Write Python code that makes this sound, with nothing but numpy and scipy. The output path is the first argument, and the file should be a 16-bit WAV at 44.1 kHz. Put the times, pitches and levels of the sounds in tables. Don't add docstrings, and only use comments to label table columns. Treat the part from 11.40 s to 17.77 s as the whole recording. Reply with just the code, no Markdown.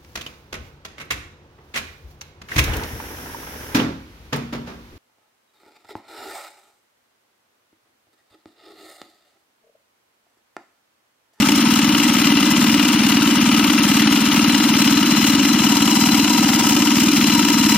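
import sys
import numpy as np
from scipy import signal
from scipy.fft import rfft, irfft, next_fast_len
from scipy.io import wavfile
from scipy.ndimage import uniform_filter1d

SR = 44100
rng = np.random.default_rng(int(sys.argv[2]) if len(sys.argv) > 2 else 0)


def convert_level_to_amplitude(level_db):
    exponent = np.asarray(level_db, float) / 20
    return 10 ** exponent


def store_wav(level_fs):
    pcm = np.round(np.clip(np.atleast_2d(level_fs), -1, 1) * 32767)
    wavfile.write(sys.argv[1], SR, pcm.T.astype(np.int16))


N = 280917

SPEED_UP = 1.22
HEARD_CYCLES_PER_S = 18.9
LONG = next_fast_len(int(N * SPEED_UP) + SR // 10)
HZ = np.fft.rfftfreq(LONG, 1 / SR)


def evened(x):
    return x / np.sqrt(np.mean(x ** 2) + 1e-20)


def read(points):
    hz, value = np.transpose(points)
    return np.interp(np.log(HZ + 1), np.log(hz + 1), value)


def heard_time():
    return np.arange(LONG) / SR / SPEED_UP


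# time_s, lead_ms
ENGINE_LEAD = [(0.0, 24.3), (0.642, 22.9), (1.269, 20), (1.911, 18.3), (2.55, 17.4), (3.18, 11.9),
               (3.82, 11.06), (4.46, 10.0), (5.1, 12), (5.73, 22.5), (6.37, 23.6)]


def cycles():
    time_s, lead_ms = np.transpose(ENGINE_LEAD)
    drift_s = np.interp(heard_time(), time_s, lead_ms) / 1000
    return HEARD_CYCLES_PER_S * (heard_time() + drift_s)


def stroke(place, rise_s, fall_s, uneven_db, shake_s):
    turns = cycles() - place + .5
    index = turns.astype(int).clip(0)
    shake, strength = rng.standard_normal((int(turns[-1]) + 2, 2))[index].T
    t = (turns % 1 - .5) * SPEED_UP / HEARD_CYCLES_PER_S + shake_s * shake
    swell = np.exp(-(t / np.where(t < 0, rise_s, fall_s)) ** 2 / 2)
    return t, convert_level_to_amplitude(uneven_db * strength) * swell


# pitch_hz, coherence_0_to_1
PORT_COHERENCE = [(60, 1), (330, 1), (560, 0.93), (1000, .86), (2000, .88), (4000, 0.66), (8000, 0.34),
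                  (13000, 0.17)]
# pitch_hz, level_db
PORT_TILT = [(60, 0.5), (330, .45), (640, 4.5), (1150, 10.5), (2600, 3), (4600, 9), (9300, -5.5),
             (14000, 0.8)]
# pitch_hz, lag_rad
PORT_LAG = [(0, 0), (60, .12), (330, .22), (600, .55), (1290, .5), (1720, -.5), (2930, .5), (4050, -.4),
            (5250, 2.6), (5770, 3.6), (8610, 3.3), (11400, -.2)]


def ports(a, b):
    same = np.clip(read(PORT_COHERENCE), -1, 1)
    half = convert_level_to_amplitude(read(PORT_TILT) / 2)
    right = same * a * np.exp(-1j * read(PORT_LAG)) + np.sqrt(1 - same ** 2) * b
    return np.array([a * half, right / half])


def excitation(gate):
    return ports(*rfft(gate * rng.standard_normal((2, LONG))))


def coloured(source, colour):
    return evened(irfft(source * colour, LONG))


def rattle_gate(blows, grit_db):
    grit = convert_level_to_amplitude(grit_db * evened(uniform_filter1d(rng.standard_normal(LONG), 120)))
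    level = 1
    for place, rise_s, fall_s, db in blows:
        level = level + convert_level_to_amplitude(db) * stroke(place, rise_s, fall_s, 1.3, .0005)[1]
    return grit * level


def mode(hz, width_hz):
    return 1 / (1 + 2j * (HZ - hz) / width_hz)


# pitch_hz, width_hz, level_db over the rattle
BLOCK_MODES = [(556.6, 7.5, 4.5), (1302.7, 51, 5), (2022.4, 65, 5.5), (2399, 115, 3.5), (2698, 30, 6.5),
               (2907, 92, 3.5), (4600, 24, -2), (5594, 17, -3.5), (9120, 1070, 4)]


def metal():
    return 1 + sum((convert_level_to_amplitude(db) - 1) * mode(hz, width_hz) for hz, width_hz, db in BLOCK_MODES)


# time_s, turn_0_to_1
FACING_TURN = [
    (0, 0.32),
    (2.198, .1),
    (3.6, .35),
    (4.35, 0.94),
    (5.3, 0.91),
    (5.6, 0.77),
    (6.37, 0.8),
]


def turned(db):
    return convert_level_to_amplitude(db * np.interp(heard_time(), *np.transpose(FACING_TURN)))


# pitch_hz, level_db per Hz
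RUMBLE_COLOUR = [(12, -66), (25, -32), (123, -19.5), (168, -8), (220, 0), (292, -1.5), (443, -25),
                 (500, -22), (650, -73), (1100, -120)]


def rumble():
    return convert_level_to_amplitude(-27.5) * coloured(excitation(1), convert_level_to_amplitude(read(RUMBLE_COLOUR)))


def whirr():
    return convert_level_to_amplitude(-30) * turned(-4.5) * coloured(excitation(1), metal() * mode(1200, 1000) ** 2)


def spray(source):
    return convert_level_to_amplitude(-35.5) * turned(1) * coloured(source, mode(14000, 4200) ** 2)


# start_s, length_s, level_db
PANEL_SPELLS = [
    [(.6, 3.6, -42.5), (4.2, 1.4, -32), (5.85, 0.61, -32.5)],
    [(.6, 0.59, -39.5), (2.4, 0.56, -40), (3.0, 2.06, -33.5), (5.7, 0.86, -33.5)],
    [(0, 1.2, -44), (3.2, 0.894, -39.5), (5.6, 1.03, -42.5)],
    [(4.3, 1.0, -41), (5.7, 0.88, -45)],
    [(4.196, 1.21, -36.5)],
    [(0, 3.3, -49.5), (0, 3.7, -46.5)],
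    [(0, 3.5, -54.5), (5.0, 1.43, -57)],
]


def ringing(spells):
    def edge(start_s):
        return np.clip((heard_time() - start_s) / .12 + .5, 0, 1)

    gain = convert_level_to_amplitude(-46.5)
    for start_s, length_s, db in spells:
        gain = gain + convert_level_to_amplitude(db) * (edge(start_s) - edge(start_s + length_s))
    return gain


# pitch_hz, width_hz
PANEL_MODES = [(955, 75), (4043, 80), (5244, 55), (5006, 160), (805, 163), (9300, 1050), (568.9, 36)]


def panels(source):
    out = 0
    for spells, (hz, width_hz) in zip(PANEL_SPELLS, PANEL_MODES):
        out = out + ringing(spells) * coloured(source, mode(hz, width_hz) ** 2)
    return out


# pitch_hz, level_db per Hz
VALVE_COLOUR = [(1760, -56), (3000, -6.5), (3200, -14), (3650, -24.5), (4030, -3), (4660, -18.5), (5110, 1),
                (7460, -2.5), (8110, -5.5), (9330, -14.5), (10600, -10.5), (14800, -18), (16000, -84)]


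def valves(source):
    return convert_level_to_amplitude(-25.5) * turned(3) * coloured(source, metal() * convert_level_to_amplitude(read(VALVE_COLOUR)))


# place_cycle (0-1), rise_s, fall_s, level_db over the steady rattle
VALVE_BLOWS = [
    (.42, 0.0084, 0.0034, 3.2),
    (.55, 0.0025, 0.0068, 0.94),
    (.825, 0.0018, .006, 4.1),
]


def clatter():
    source = excitation(rattle_gate(VALVE_BLOWS, 1.6))
    return spray(source) + panels(source) + valves(source)


# place_cycle (0-1), rise_s, fall_s, level_db over the steady rattle
KNOCK_BLOWS = [
    (.83, 0.0017, 0.0051, 6.5),
    (0.38, 0.0028, 0.0042, 3),
    (.616, 0.0031, 0.0023, -0.5),
    (.125, 0.0025, 0.0021, -6.5),
    (0.48, 0.0025, 0.0036, -5),
]
# pitch_hz, level_db per Hz
KNOCK_COLOUR = [(250, -37), (420, -4), (501, -22), (567, -11), (642, -13.5), (943, 0.5), (1060, -7.5),
                (1310, -2.5), (1790, -5), (2950, 1), (3630, -4), (4020, -5), (5000, -8.5), (6500, -47),
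                (11000, -120)]


def knock():
    source = excitation(rattle_gate(KNOCK_BLOWS, 1.5))
    return convert_level_to_amplitude(-21.5) * turned(-2) * coloured(source, metal() * convert_level_to_amplitude(read(KNOCK_COLOUR)))


def rings(table):
    out = np.zeros(LONG)
    for place, hz, rise_s, fall_s, db in table:
        t, swell = stroke(place, rise_s, fall_s, 0.28, 0.00022)
        out += convert_level_to_amplitude(db) * swell * np.cos(2 * np.pi * hz * t)
    return irfft(ports(rfft(out), 0), LONG)


# place_cycle (0-1), pitch_hz, rise_s, fall_s, level_db
HEAD_RINGS = [
    (.835, 2900, .0015, 0.0071, -21.5),
    (0.6, 2000, .0015, 0.0046, -29),
    (.38, 3200, 0.0011, 0.0014, -26),
    (.617, 3000, 0.0013, 0.0026, -29.5),
]


def head():
    return rings(HEAD_RINGS)


# place_cycle (0-1), pitch_hz, rise_s, fall_s, level_db
PIPE_RINGS = [
    (.907, 274, .003, .0036, -8.6),
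    (.068, 300, .0045, .004, -18),
    (.173, 278, .003, .0038, -11.8),
    (.31, 235, .0025, .002, -23),
    (.619, 222, .0082, .0030, -10.2),
    (.752, 290, .0022, .0015, -26),
    (.72, 91, 0.0076, 0.0075, -33),
    (.6, 165, 0.008, 0.006, -26),
]


def pipes():
    return rings(PIPE_RINGS)


# time_s, shift_s
SPLICE_SHIFT = [
    (5.0, 0),
    (5.22, -.028),
    (5.55, -.028),
    (5.8, 0),
]


def sped_up(x):
    piece, seek, fade = .0605 * SR, int(.0075 * SR), int(.018 * SR)
    ramp, mid = np.linspace(0, 1, fade), x.mean(0)
    out = x[:, :N + SR // 10].copy()
    source = 0
    starts = np.arange(.048 * SR - fade / 2 + piece, N, piece)
    starts = (starts + SR * np.interp(starts / SR, *np.transpose(SPLICE_SHIFT))).astype(int)
    for before, at in zip(np.r_[0, starts], starts):
        old = source + at - before
        near = int(at * SPEED_UP + (piece + fade) * (SPEED_UP - 1) / 2) - seek // 2
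        span = mid[near:near + seek + fade]
        energy = np.convolve(span ** 2, np.ones(fade), "valid")
        match = np.correlate(span, mid[old:old + fade] * np.hanning(fade)) / np.sqrt(energy)
        source = near + np.argmax(match)
        out[:, at:at + 2 * int(piece)] = x[:, source:source + 2 * int(piece)]
        out[:, at:at + fade] += (1 - ramp) * (x[:, old:old + fade] - out[:, at:at + fade])
    return out[:, :N]


def scene():
    return sped_up(rumble() + whirr() + clatter() + knock() + head() + pipes())


# pitch_hz, level_db
TREBLE_HOLES = [(5800, -5), (6600, -2), (8400, -.2), (9000, -6), (10000, -5), (10600, .2), (11400, -1.2),
                (12300, .6), (13300, -.4), (13900, -2.6), (15000, -2), (15600, 1.5)]


def thinned(x, weak_db=-3.0):
    mid_side = np.array([[1, 1], [1, -1]]) / np.sqrt(2)
    hz, _, z = signal.stft(mid_side @ x, SR, "cosine", nperseg=2048)
    power = abs(z) ** 2
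    usual = uniform_filter1d(uniform_filter1d(power, size=41, axis=1), size=9, axis=2)
    band = uniform_filter1d(uniform_filter1d(power, size=16, axis=1), size=2, axis=2)
    centre = np.minimum(np.arange(len(hz)) // 16 * 16 + 8, len(hz) - 1)
    band = band[:, centre]
    steady = np.median(band, axis=2, keepdims=True)
    limit = np.sqrt(steady * uniform_filter1d(band, size=12, axis=2))
    limit = limit * convert_level_to_amplitude(2 * np.interp(hz, *np.transpose(TREBLE_HOLES)))[:, None]
    kept = (power > usual * convert_level_to_amplitude(2 * weak_db)) & (band > limit)
    kept = (kept | (hz < 5900)[:, None]) & (hz < 15850)[:, None]
    return mid_side @ signal.istft(z * kept, SR, "cosine", nperseg=2048)[1][:, :N]


def top_cut(x):
    return signal.sosfilt(signal.butter(12, 16590, fs=SR, output="sos"), x)


def record(dry):
    mix = thinned(np.tanh(dry / 0.83))
    return top_cut(mix)


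dry = scene()
out = record(dry)
store_wav(out)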